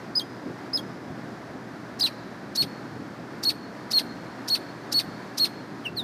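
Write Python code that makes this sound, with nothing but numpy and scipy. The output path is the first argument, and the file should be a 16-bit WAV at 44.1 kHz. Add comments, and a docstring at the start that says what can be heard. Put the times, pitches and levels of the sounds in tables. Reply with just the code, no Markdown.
"""Songbird on a street pole

City traffic rumbles, with a low hum and a few dull thumps. A small bird sings two clean falling
whistles, a broken falling note, six sharp chips and two soft sliding notes. The tone of its voice box
(the syrinx) glides through a throat resonance, pure when high and raspy when low.
The pavement and house fronts send back faint echoes."""
import sys
import numpy as np
from scipy import signal
from scipy.fft import rfft, irfft
from scipy.io import wavfile
from scipy.ndimage import uniform_filter1d

SR = 44100
rng = np.random.default_rng(int(sys.argv[2]) if len(sys.argv) > 2 else 0)


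def master(y):
    """Save y as 16-bit WAV."""
    cut = np.clip(np.atleast_2d(y).T, -1, 1)
    pcm = np.round(cut * 32767)  # scale
    wavfile.write(sys.argv[1], SR, pcm.astype(np.int16))


N = 266319

# tone colour of the traffic: (frequency [Hz], relative level [dB])
TRAFFIC_SPECTRUM = [(25, -32), (45, -29), (65, -18), (100, -13), (160, -2.5), (300, 0), (460, -9),
                    (700, -9), (950, -13), (1700, -14), (2900, -29.5), (4800, -28.5), (8000, -41.5),
                    (15500, -50)]
# how the traffic swells and eases: (time [s], engine gain [dB], tyre gain [dB])
TRAFFIC_FLOW = [(0, -.3, 1.3), (.8, 1.7, 0.5), (1.8, 0.2, 0.7), (2.8, 1, 1), (3.6, .5, .5), (4.3, .5, 2),
                (5.1, 0.3, 2.5), (6.04, .8, 0)]
# tones of distant machinery: (pitch [Hz], level [dB])
HUM_TONES = [(121.5, -52.5), (968, -60)]
# the path the pitch takes in each kind of note: (time into the note [s], pitch [Hz])
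WHISTLE = [(0, 4100), (.008, 5100), (.035, 4950), (.039, 5150), (.044, 4850), (.051, 3300), (.058, 3150),
           (.068, 3270), (.082, 3250)]
BROKEN = [(0, 1600), (.016, 3300), (.025, 5030), (.037, 4720), (.0445, 3450), (.051, 4320), (.063, 3880),
          (.069, 4080), (.075, 3100), (.083, 2700), (.103, 2250)]
CHIP = [(0, 1300), (.0135, 2480), (.032, 4370), (.062, 4245), (.0755, 4280), (.0805, 2950), (.088, 2230),
        (.107, 1550)]
LOW_SLUR = [(0, 3350), (.016, 2900), (.030, 2650), (.050, 2750)]
HIGH_SLUR = [(0, 4800), (.012, 4350), (.040, 3750), (.075, 3400)]
# kind of note: (pitch path, throat resonance [Hz], buzzes below [Hz], buzz roughness [0-1], hiss [dB])
NOTE_KINDS = { "whistle": (WHISTLE, 4710, 3550, .13, -44), "broken": (BROKEN, 4360, 3650, .7, -29),
              "chip": (CHIP, 4306, 3800, .85, -28.3), "low slur": (LOW_SLUR, 2430, 3700, .08, -40),
              "high slur": (HIGH_SLUR, 3980, 3700, .2, -30)}
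# the song: (start [s], kind, length [factor], pitch [factor], pitch sag [share], late pitch lift [share],
# gain [dB], extra overtones [dB])
SONG = [ (.150, "whistle", 1.0, .995, 0, 0, -20.5, 0), (.730, "whistle", .955, 1.018, 0, 0, -22.3, 2),
        (1.990, "broken", 1.0, 1.0, 0, 0, -17.7, 0), (2.548, "chip", .96, 1.012, .02, .03, -24.5, 1),
        (3.426, "chip", .92, 1.005, 0, .05, -23.9, 0), (3.9034, "chip", 1.085, 1.0, .035, 0, -22.6, -1.5),
        (4.4736, "chip", .99, 1.008, 0, .055, -24.4, 0), (4.914, "chip", 1.02, 1.021, .005, .02, -23.3, 1),
        (5.370, "chip", 1.0, 1.0, 0, 0, -22.6, 0), (5.843, "low slur", 1.0, 1.0, 0, 0, -25, 0),
        (5.960, "high slur", 1.0, 1.0, 0, 0, -25, 0)]
# breath behind each kind of note:
# (fade-in [s], fade-out [s], swell [dB/s], opening buzz gain [dB], closing buzz gain [dB])
BREATH = { "whistle": (.006, .013, 150, -12, -14), "broken": (.010, .019, 35, -14, -4.5),
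          "chip": (.010, .023, 120, -12.5, -6.8), "low slur": (.014, .024, 130, 0, 0),
          "high slur": (.014, .033, 0, 0, 0)}
# brief pushes (+) and catches (-) of breath: (kind, time into the note [s], half length [s], gain [dB])
BREATH_ACCENTS = [ ("whistle", .0416, .0052, -17), ("whistle", .0615, .003, -4), ("chip", .015, .004, 4.5),
                  ("chip", .0795, .0017, -7), ("low slur", .0335, .003, -10)]
# overtone strength of each kind of note: (pure tone [dB], opening buzz [dB], closing buzz [dB])
OVERTONES = { "whistle": (-12, 8, -14), "broken": (-10, 11, -12), "chip": (-8, 13.5, -3),
             "low slur": (-10, -3, -12), "high slur": (-6, -6, -9)}
# the open beak lifts the treble: (frequency [Hz], gain [dB])
BEAK_GAIN = [(5500, 0), (7300, -5), (8700, 1), (10300, 3), (11600, 4), (12900, 11), (14200, 5), (15500, 1)]
# tone colour of the hiss and scratch in each note: (frequency [Hz], relative level [dB])
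HISS_SPECTRUM = [(1500, -20), (3000, 8), (6000, 8.5), (7300, -11.5), (8900, 16), (10300, -3), (11700, 3),
                 (12900, 7), (14000, -9), (15500, -34)]
# echoes from the house fronts: (delay [s], gain [dB])
HOUSE_ECHOES = [(.062, -43.5), (.135, -46), (.165, -41), (.29, -48)]
# dull thumps: (start [s], pitch [Hz], rough length [s], level [dB])
THUMPS = [(.458, 240, .02, -32), (.488, 190, .024, -31), (1.098, 190, .016, -29.5), (2.605, 160, .025, -33),
          (2.626, 180, .02, -30.5), (2.90, 140, .06, -40), (2.97, 160, .05, -39), (4.008, 280, .012, -38),
          (5.07, 140, .04, -37), (5.91, 140, .05, -39), (6.01, 170, .03, -35)]


def undb(db):
    """Turn decibels into a factor to multiply by."""
    return 10 ** (np.asarray(db) / 20)


def unit(x):
    """Scale a signal to an average (rms) size of 1."""
    return x / np.sqrt(np.mean(x ** 2))


def colour_db(hz, points):
    """Read a level between the points of a spectrum, with octaves evenly spaced."""
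    point_hz, db = np.transpose(points)
    return np.interp(np.log(np.maximum(hz, 1)), np.log(point_hz), db)


def noise(size, points):
    """Noise with the given tone colour, average size 1."""
    gain = undb(colour_db(np.fft.rfftfreq(size, 1 / SR), points))
    return unit(irfft(rfft(rng.standard_normal(size)) * gain, size))


def wander(size, rate_hz):
    """A smooth random wobble, mostly slower than the given rate, average size 1."""
    hz = np.fft.rfftfreq(size, 1 / SR)
    return unit(irfft(rfft(rng.standard_normal(size)) * (hz > 0) / (1 + (hz / rate_hz) ** 4), size))


def add(track, start_s, sound):
    """Mix a sound in at a given time."""
    start = max(int(start_s * SR), 0)
    track[start:start + len(sound)] += sound[:N - start]


def traffic(level_db=-39.5, split_hz=700, rumble_sway_db=.73, hiss_sway_db=.53):
    """Far engines rumble unevenly below a smoother wash of tyres."""
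    times, rumble_db, hiss_db = np.transpose(TRAFFIC_FLOW)
    t = np.arange(N) / SR
    wash = noise(N, TRAFFIC_SPECTRUM) * undb(level_db)
    rumble = signal.sosfiltfilt(signal.butter(2, split_hz, fs=SR, output="sos"), wash)
    engines = rumble * undb(np.interp(t, times, rumble_db) + rumble_sway_db * wander(N, 18))
    tyres = (wash - rumble) * undb(np.interp(t, times, hiss_db) + hiss_sway_db * wander(N, 5.8))
    return engines + tyres


def hum(drift_share=.0115, sway_db=1.0):
    """Distant machinery holds faint wavering tones."""
    out = 0
    for hz, db in HUM_TONES:
        phase = 2 * np.pi * np.cumsum(hz * (1 + drift_share * wander(N, 6.6))) / SR
        out = out + undb(db) * unit(np.sin(phase) * undb(sway_db * wander(N, 9)))
    return out


def note_shape(kind, t, blend_hz=125, edge_db=-21, pure_roughness=.02, catch_share=.7):
    """Pitch, breath, overtones and roughness: low pitches buzz, brightly at first and duller later."""
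    path, _, buzz_below_hz, buzz_roughness, _ = NOTE_KINDS[kind]
    fade_in_s, fade_out_s, swell_db_per_s, *buzz_gain_db = BREATH[kind]
    pure_db, *buzz_db = OVERTONES[kind]
    ends = [0, t[-1]]
    hz = uniform_filter1d(np.interp(t, *np.transpose(path)), size=90)
    buzz = .5 - .5 * np.tanh(.5 * (hz - buzz_below_hz) / blend_hz)  # 0 is pure, 1 is all buzz
    fade = np.maximum(1 - t / fade_in_s, 0) + np.maximum(1 - (t[-1] - t) / fade_out_s, 0)
    accent_db = sum(db * np.exp(-((t - at_s) / half_s) ** 2)
                    for name, at_s, half_s, db in BREATH_ACCENTS if name == kind)
    breath_db = swell_db_per_s * t + buzz * np.interp(t, ends, buzz_gain_db) + edge_db * fade + accent_db
    bright_db = (1 - buzz) * pure_db + buzz * np.interp(t, ends, buzz_db)
    bright_db -= catch_share * np.minimum(accent_db, 0)  # overtones escape most of a catch of breath
    roughness = np.clip(pure_roughness + buzz_roughness * buzz, 0, 1)
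    return hz, breath_db, bright_db, roughness


def throat(hz, centre_hz, sharpness=4):
    """The throat favours frequencies near its resonance, and the beak lifts the treble."""
    off_centre = hz / centre_hz - centre_hz / hz
    return undb(colour_db(hz, BEAK_GAIN)) / np.sqrt(1 + (sharpness * off_centre) ** 2)


def syrinx(kind, stretch, pitch, sag, lift, extra_db, jitter=.078, waver=.0027, flutter_db=.1,
           lift_at_s=.073, lift_half_s=.0045, throat_slide=.22, octave_db=-6.5, even_db=-4,
           scratch_db=-16, scratch_s=.012, blur_db=-7):
    """A membrane vibrates; on steep glides one overtone after another crosses the throat resonance."""
    path, centre_hz, *_, hiss_db = NOTE_KINDS[kind]
    length_s = path[-1][0]
    size = int(length_s * stretch * SR)
    t = np.arange(size) / SR / stretch
    progress = 2 * t / length_s - 1  # -1 at the start, +1 at the end
    hz, breath_db, bright_db, roughness = note_shape(kind, t)
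    breath = undb(breath_db + flutter_db * wander(size, 150))
    # the membrane slackens through the note and tightens briefly just before it lets go
    tighten = np.exp(-((t - lift_at_s) / lift_half_s) ** 2)
    hz = hz * pitch * (1 - sag * progress + lift * tighten)
    hz = hz * (1 + jitter * roughness * wander(size, 1160) + waver * wander(size, 200))
    phase = 2 * np.pi * np.cumsum(hz) / SR
    throat_hz = centre_hz * (1 - throat_slide * roughness * progress)  # slides down in a rasp
    tone = throat(hz, throat_hz) * np.sin(phase)
    for k in range(2, 12):  # overtones at k times the pitch
        overtone_db = extra_db + bright_db + octave_db * np.log2(k / 2) + even_db * (k % 2 == 0)
        gain = undb(overtone_db + .95 * wander(size, 180))
        tone += gain * throat(k * hz, throat_hz) * (k * hz < SR / 2) * np.sin(k * phase)
    tone *= breath * (1 + .35 * roughness * wander(size, 800))
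    # a band of noise near the throat's resonance blurs the note's raspy edges
    rasp = breath * roughness
    band = throat(np.fft.rfftfreq(size, 1 / SR) + 1, centre_hz) ** 2
    band_noise = unit(irfft(rfft(rng.standard_normal(size)) * band, size))
    blur = undb(blur_db) * band_noise * uniform_filter1d(rasp, size=220)
    # a hiss follows the tone, with a brief scratch at the raspy parts
    scratch = uniform_filter1d(rasp, int(scratch_s * SR))
    scratch *= undb(scratch_db + np.minimum(bright_db, 0) / 2)
    hiss = (undb(hiss_db) * breath + scratch) * noise(size, HISS_SPECTRUM)
    return tone + blur + hiss


def bird():
    """The bird sings each note in the shape of its kind, varying the length, pitch and loudness."""
    out = np.zeros(N)
    for start_s, kind, stretch, pitch, sag, lift, db, extra_db in SONG:
        add(out, start_s, undb(db) * syrinx(kind, stretch, pitch, sag, lift, extra_db))
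    return out


def street_echoes(song, pavement_s=.0104, pavement_db=-11.5, beam_hz=3400,
                  near_fade_s=.2, near_db=-25, tail_fade_s=1.75, tail_db=-27.6, dull_hz=5000):
    """Sound bounces off the pavement, scatters from the pole and lingers between the buildings."""
    t = np.arange(SR) / SR
    near = unit(rng.standard_normal(SR) * undb(-60 * t / near_fade_s)) / np.sqrt(SR)
    # thin parts of the pole scatter treble best
    near = near + 4 * signal.sosfilt(signal.butter(4, 7000, "high", fs=SR, output="sos"), near)
    far = undb(tail_db) * unit(rng.standard_normal(SR) * undb(-60 * t / tail_fade_s)) / np.sqrt(SR)
    for delay_s, db in HOUSE_ECHOES:
        far[int(delay_s * SR)] += undb(db)
    far = signal.sosfilt(signal.butter(3, dull_hz, fs=SR, output="sos"), far)  # air and brick dull it
    # the beak beams the treble away from the pavement
    downward = signal.sosfilt(signal.butter(1, beam_hz, fs=SR, output="sos"), song)
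    bounce = np.zeros(N)
    add(bounce, pavement_s, undb(pavement_db) * downward)
    return song + bounce + signal.fftconvolve(song, undb(near_db) * near + far)[:N]


def thumps():
    """Short bursts of low noise swell and die away."""
    out = np.zeros(N)
    t = np.arange(SR // 2) / SR
    for start_s, hz, length_s, db in THUMPS:
        age = 2 * t / length_s  # loudest at age 1
        spectrum = [(hz / 3, -30), (hz / 1.3, -1), (hz * 1.3, 0), (hz * 3, -20), (hz * 20, -65)]
        add(out, start_s, undb(db) * noise(len(t), spectrum) * age * np.exp(1 - age))
    return out


def scene():
    """The bird and its echoes over the sounds of the city, in one channel."""
    return (street_echoes(bird()) + traffic() + hum() + thumps())[None]


def record(dry, bass_hz=45, top_hz=15300):
    """The microphone thins the deepest bass and the recorder cuts the highest treble."""
    thin = signal.sosfilt(signal.butter(2, bass_hz, "high", fs=SR, output="sos"), dry)
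    return signal.sosfilt(signal.ellip(10, .2, 80, top_hz, fs=SR, output="sos"), thin)


dry = scene()
out = record(dry)
master(out)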